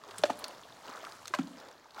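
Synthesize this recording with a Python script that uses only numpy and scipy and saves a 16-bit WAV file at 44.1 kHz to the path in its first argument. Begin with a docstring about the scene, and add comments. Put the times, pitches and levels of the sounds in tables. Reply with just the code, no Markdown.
"""A shallow forest river, some metres from a pebble bank: two stones drop in.
Each slaps the surface and opens a ringing air cavity, which pinches off into bubbles about 55 ms later.
Low hollow tones ring on after each slap. Thrown-up water patters back and sharp drops tick.
Bank and trees echo the splashes over a soft current and a faint low hum."""
import sys
import numpy as np
from scipy import signal
from scipy.fft import rfft, irfft
from scipy.io import wavfile

SR = 44100
rng = np.random.default_rng(int(sys.argv[2]) if len(sys.argv) > 2 else 0)


def output_pcm(signal):
    """Save a mono or channel-first signal as 16-bit PCM at the path in sys.argv[1].

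    Samples are clipped to [-1, 1] before scaling.
    """
    pcm = np.clip(np.atleast_2d(signal).T, -1, 1) * 32767
    wavfile.write(sys.argv[1], SR, np.round(pcm).astype(np.int16))


N = 88200

# Spectrum of fizz and tiny bubbles. Each row: frequency in Hz, level in dB.
FIZZ_SPECTRUM = [(1000, -19), (2000, 1), (3400, 6.5), (5000, 4.5), (7500, -3.5), (9000, -21.5), (16000, -3)]
BUBBLE_RANGE_HZ, SPECK_RANGE_HZ = (220, 2600), (2200, 8500)


def undb(db):
    """Decibels to gain."""
    return 10 ** (np.asarray(db) / 20)


def unit(x):
    """Scale to rms 1."""
    return x / np.sqrt(np.mean(x ** 2))


def since(start_s):
    """Seconds since the start, zero before it."""
    return np.maximum(np.arange(N) / SR - start_s, 0)


def strike(t, attack_s, t60_s):
    """Quick swell, exponential fade."""
    return (1 - np.exp(-t / attack_s)) * np.exp(-np.log(1000) * t / t60_s)


def swell(peak_s, rise_s, fall_s):
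    """Gaussian hump with separate rise and fall."""
    t = np.arange(N) / SR - peak_s
    return np.exp(-(t / np.where(t < 0, rise_s, fall_s)) ** 2)


def colour(x, spectrum):
    """Minimum-phase filter through (Hz, dB) points; white noise keeps its power."""
    hz, db = np.array(spectrum).T
    bins_hz = np.arange(N + 1) * SR / (2 * N)
    gain = unit(undb(np.interp(np.log(bins_hz + 1), np.log(hz), db)))
    cepstrum = irfft(np.log(gain))
    fold = np.r_[1, np.full(N - 1, 2), 1, np.zeros(N - 1)]
    return irfft(rfft(x, 2 * N) * np.exp(rfft(cepstrum * fold)))[:N]


def noise(spectrum):
    """Coloured noise, rms 1."""
    return unit(colour(rng.standard_normal(N), spectrum))


def low_cut(x, hz, order):
    """Butterworth high-pass."""
    return signal.sosfilt(signal.butter(order, hz, "high", fs=SR, output="sos"), x)


def resonate(x, hz, q):
    """Band-pass, rms 1."""
    return unit(signal.lfilter(*signal.iirpeak(hz, q, fs=SR), x))


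def rising_ring(t, hz, t60_s):
    """Damped tone rising 3.1 % in pitch per t60, as a bubble does near the surface."""
    cycles = hz * t * (1 + 0.031 * t / t60_s / 2)
    return strike(t, 0.42 / hz, t60_s) * np.sin(2 * np.pi * cycles)


def bubbling(per_s, range_hz, spectrum, spread_db):
    """A crowd of small bubbles of random size, rms 1."""
    out = np.zeros(N)
    draws = np.random.default_rng(rng.integers(2 ** 31)).random((int(per_s * N / SR), 4))
    for when, pitch, strength, life in draws:
        hz = range_hz[0] * (range_hz[1] / range_hz[0]) ** pitch
        t60_s = 15.3 * (.5 + life) / hz
        gain = hz * undb(spread_db * min(-np.log(1 - strength), 3))
        start = int(when * N)
        t = np.arange(min(int(t60_s * SR), N - start)) / SR
        out[start:start + len(t)] += gain * rising_ring(t, hz, t60_s)
    return unit(colour(out, spectrum))


def ticks(per_s, spectrum, spread_db):
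    """Dense tiny droplet impacts, rms 1."""
    sizes = undb(spread_db * np.minimum(rng.exponential(size=N), 4))
    signs = np.sign(rng.standard_normal(N))
    hits = rng.random(N) < per_s / SR
    return unit(colour(sizes * signs * hits, spectrum))


def river():
    """The current's soft wash, with ripples and tiny bubbles bursting among the pebbles."""
    # Each row: time in seconds, level in dB.
    flow_levels = [(0, -62), (0.3, -56.5), (0.72, -57.5), (1.25, -58), (1.55, -58.5), (1.85, -63), (2, -62)]
    # Each row: frequency in Hz, level in dB.
    wash_spectrum = [(25, -64), (55, -9), (110, -4.5), (180, -5), (350, -9), (600, 1), (1100, -3.5),
                     (1700, -8.5), (2500, -12), (4200, -10.5), (7000, -18), (9000, -25.5), (16000, -26)]
    ripple_spectrum = [(150, -7.5), (300, -8), (700, -6.5), (1200, -6), (1700, -9), (2600, -21.5)]
    flow = undb(np.interp(since(0), *np.array(flow_levels).T))
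    ripples = bubbling(800, BUBBLE_RANGE_HZ, ripple_spectrum, spread_db=4)
    trickle = bubbling(170, SPECK_RANGE_HZ, FIZZ_SPECTRUM, spread_db=5.5)
    return flow * (noise(wash_spectrum) + undb(-1) * ripples + undb(-8) * trickle)


def spray():
    """Thrown-up water falls back in showers that bubble and fizz, under a fine treble crackle."""
    # Each row: peak, rise and fall in seconds, bubble pitch in Hz, bubbling and fizz levels in dB.
    showers = [(0.08, 0.059, 0.17, 970, -51, -64), (0.46, 0.081, 0.1, 740, -49.5, -59.5),
               (0.874, 0.032, 0.033, 840, -48, -59), (0.961, 0.083, .05, 1100, -48.5, -58.5),
               (1.069, 0.067, 0.087, 1300, -50, -58.5), (1.609, 0.05, 0.12, 735, -51, -62.5),
               (1.99, 0.037, .05, 930, -47, -57.5)]
    # Each row: time in seconds, level in dB.
    crackle_levels = [(0, -76), (0.14, -63.5), (0.21, -57), (0.4, -64.5), (0.52, -68), (0.68, -72),
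                      (0.86, -65), (1.05, -61.5), (1.22, -65.5), (1.42, -65), (1.599, -71), (1.852, -83.5),
                      (2, -65)]
    # Each row: frequency in Hz, level in dB.
    crowd_spectrum = [(150, -13.5), (260, -8), (450, -2.5), (750, -6), (1150, -4.5), (1500, -6),
                      (2100, -10.5), (3500, -21.5)]
    crackle_spectrum = [(3000, -19), (7000, -10), (10000, -14.5), (15500, -31)]
    crowd = bubbling(2200, BUBBLE_RANGE_HZ, crowd_spectrum, spread_db=4)
    droplets = ticks(3000, FIZZ_SPECTRUM, spread_db=8)
    specks = bubbling(220, SPECK_RANGE_HZ, FIZZ_SPECTRUM, spread_db=5.5)
    fizz = unit(droplets + specks)
    crackle_gain = undb(np.interp(since(0), *np.array(crackle_levels).T))
    out = crackle_gain * ticks(1900, crackle_spectrum, spread_db=4.5)
    for peak_s, rise_s, fall_s, hz, bubble_db, fizz_db in showers:
        bubbles = unit(resonate(crowd, hz, q=1.56) + undb(-3) * crowd)
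        out += swell(peak_s, rise_s, fall_s) * (undb(bubble_db) * bubbles + undb(fizz_db) * fizz)
    return out


def drops():
    """Sharp single drops: a bright tick over a duller splat."""
    # Each row: start in seconds, pitch in Hz, level in dB, t60 in seconds.
    impacts = [(0.037, 4730, -50.5, 0.015), (0.086, 3330, -48.5, 0.031), (0.109, 3370, -45, 0.032),
               (0.1815, 8000, -39.5, 0.051), (0.3893, 10900, -48, 0.054), (0.4415, 4640, -31.5, .024),
               (0.4818, 9200, -35.5, 0.0071), (1.0496, 3520, -36, 0.0087), (1.1215, 5220, -39.5, 0.0077),
               (1.2555, 4220, -39.5, 0.015), (1.2732, 6800, -36.5, 0.0049), (1.279, 6300, -34, 0.015),
               (1.4719, 4200, -48, 0.01), (1.6000, 5270, -48.5, 0.021), (1.6850, 4400, -47, 0.015),
               (1.713, 5940, -50, 0.012), (1.9070, 3750, -52.5, 0.013), (1.9455, 4550, -50.5, 0.02)]
    # Each row: frequency in Hz, level in dB.
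    splat_spectrum = [(500, -41), (1300, -10.5), (2500, -14.5), (4000, -8), (8000, -31), (16000, -63)]
    out, splat_noise = np.zeros(N), noise(splat_spectrum)
    for start_s, hz, db, t60_s in impacts:
        t = since(start_s)
        band = resonate(rng.standard_normal(N), hz, q=2.75)
        ring = undb(-2) * np.sin(2 * np.pi * hz * t)
        tick = strike(t, 0.00044, t60_s) * (band + ring)
        splat = undb(-4) * strike(t, 0.00028, 1.5 * t60_s) * splat_noise
        out += undb(db) * (tick + splat)
    return out


def plips():
    """Falling water rings lone bubbles."""
    # Each row: start in seconds, pitch in Hz, level in dB.
    bubbles = [(0.038, 1080, -40.5), (0.09, 404, -40.5), (0.156, 1330, -40), (0.186, 173, -43.5),
               (0.193, 423, -40), (0.8521, 970, -41), (0.889, 262, -44), (0.899, 1220, -35),
               (0.95, 1080, -38), (1.031, 668, -36), (1.041, 1160, -30.5), (1.069, 1275, -30.5),
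               (1.203, 1130, -45), (1.255, 1280, -35.5), (1.305, 364, -42), (1.857, 900, -42),
               (1.961, 824, -40.5), (1.981, 1370, -31.5), (1.985, 860, -32.5)]
    return sum(undb(db) * rising_ring(since(start_s), hz, t60_s=21 / hz) for start_s, hz, db in bubbles)


def hum():
    """A faint low tone swells twice."""
    # Each row: peak, rise and fall in seconds, level in dB.
    swells = [(0.16, .05, 0.25, -65), (1.25, .06, 0.22, -67.5)]
    hz = 103.3
    envelope = sum(undb(db) * swell(peak_s, rise_s, fall_s) for peak_s, rise_s, fall_s, db in swells)
    return envelope * unit(np.sin(2 * np.pi * hz * since(0)))


def cavity(t, settled_hz, t60_s):
    """An air cavity rings; its pitch drops as it deepens."""
    start_hz, settle_s = 1940, 0.00077
    cycles = settled_hz * t + (start_hz - settled_hz) * settle_s * (1 - np.exp(-t / settle_s))
    return strike(t, 0.00046, t60_s) * np.sin(2 * np.pi * cycles)


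def stones():
    """Each stone opens a cavity with a slap, hollowed by a quick inverted reflection."""
    # Each row: start in seconds, settled cavity pitch in Hz, ring level in dB, ring t60 in seconds,
    # slap level in dB, slap t60 in seconds, slap low edge in Hz.
    entries = [(0.2362, 590.6, -12, 0.064, -15.5, .026, 214),
               (1.338, 1027, -17.5, 0.035, -25.5, 0.042, 780)]
    # Each row: frequency in Hz, level in dB.
    slap_spectrum = [(100, 2), (260, -0.5), (450, 14), (950, -6), (1700, 10), (2700, -6.5), (4200, -1),
                     (5500, -7), (7200, -18.5), (9500, -29), (16000, -38)]
    reflection_s = 0.0022
    out, slap_noise = np.zeros(N), noise(slap_spectrum)
    for start_s, hz, ring_db, ring_t60_s, slap_db, slap_t60_s, edge_hz in entries:
        t = since(start_s)
        slap = strike(t, 0.000067, slap_t60_s) * low_cut(slap_noise, edge_hz, order=3)
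        reflection = undb(-14.5) * np.interp(since(reflection_s), since(0), slap)
        out += undb(slap_db) * (slap - reflection)
        out += undb(ring_db) * cavity(t, hz, ring_t60_s)
    return out


def tones_and_gulps():
    """Low hollow tones ring on after each slap, then bubbles gulp as the cavity closes."""
    # Each row: start in seconds, pitch in Hz, level in dB, t60 in seconds.
    rings = [(0.2375, 269, -30, 0.045), (0.2520, 569, -34.5, 0.15), (0.2968, 698, -20.5, 0.025),
             (0.2976, 1220, -29.5, .035), (0.3015, 840, -16.5, 0.017), (0.3025, 265, -26, 0.045),
             (1.3400, 594, -38.5, 0.2), (1.3880, 1320, -29.5, 0.02), (1.3885, 780, -27.5, 0.027),
             (1.3902, 265.3, -19, 0.083), (1.3926, 171.7, -25.5, 0.084), (1.4350, 281, -44, 0.39)]
    return sum(undb(db) * rising_ring(since(start_s), hz, t60_s) for start_s, hz, db, t60_s in rings)


def tearing():
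    """The water sheet tears as a cavity closes."""
    # Each row: start in seconds, level in dB, t60 in seconds.
    tears = [(0.2546, -35, 0.054), (0.2999, -36, 0.074), (1.3467, -31, 0.05), (1.3865, -40.5, 0.083)]
    # Each row: frequency in Hz, level in dB.
    tear_spectrum = [(200, -29.5), (700, -0.5), (1500, -3.5), (2500, -5), (4500, -12), (7500, -14),
                     (10000, -27), (16000, -32)]
    envelope = sum(undb(db) * strike(since(start_s), 0.00018, t60_s) for start_s, db, t60_s in tears)
    return envelope * noise(tear_spectrum)


def forest(x):
    """Quick scatter from the near bank, longer thin echo from the trees."""
    # Each row: frequency in Hz, level in dB.
    echo_spectrum = [(100, 1.5), (270, 1), (420, 0.5), (620, -7), (1100, -7), (2200, -7.5), (4500, -3.5),
                     (8000, -13.5), (16000, -0.5)]
    response = np.zeros(N)
    for db, build_s, t60_s in ((-15, .008, 0.36), (-19.5, .04, 0.55)):  # bank, trees
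        tail = rng.standard_normal(N) * strike(since(0), build_s, t60_s)
        response += undb(db) * unit(tail) / np.sqrt(N)
    return signal.fftconvolve(x, colour(response, echo_spectrum))[:N]


def scene():
    """Splashes, which radiate little bass, and their echo over river and hum."""
    splashes = stones() + tones_and_gulps() + tearing() + drops() + plips() + spray()
    splashes = low_cut(splashes, hz=172, order=4)
    return (splashes + forest(splashes) + river() + hum())[None]


def record(dry):
    """Steep low-pass at 16 kHz."""
    return signal.sosfilt(signal.ellip(10, .2, 70, 16000, fs=SR, output="sos"), dry)


dry = scene()
out = record(dry)
output_pcm(out)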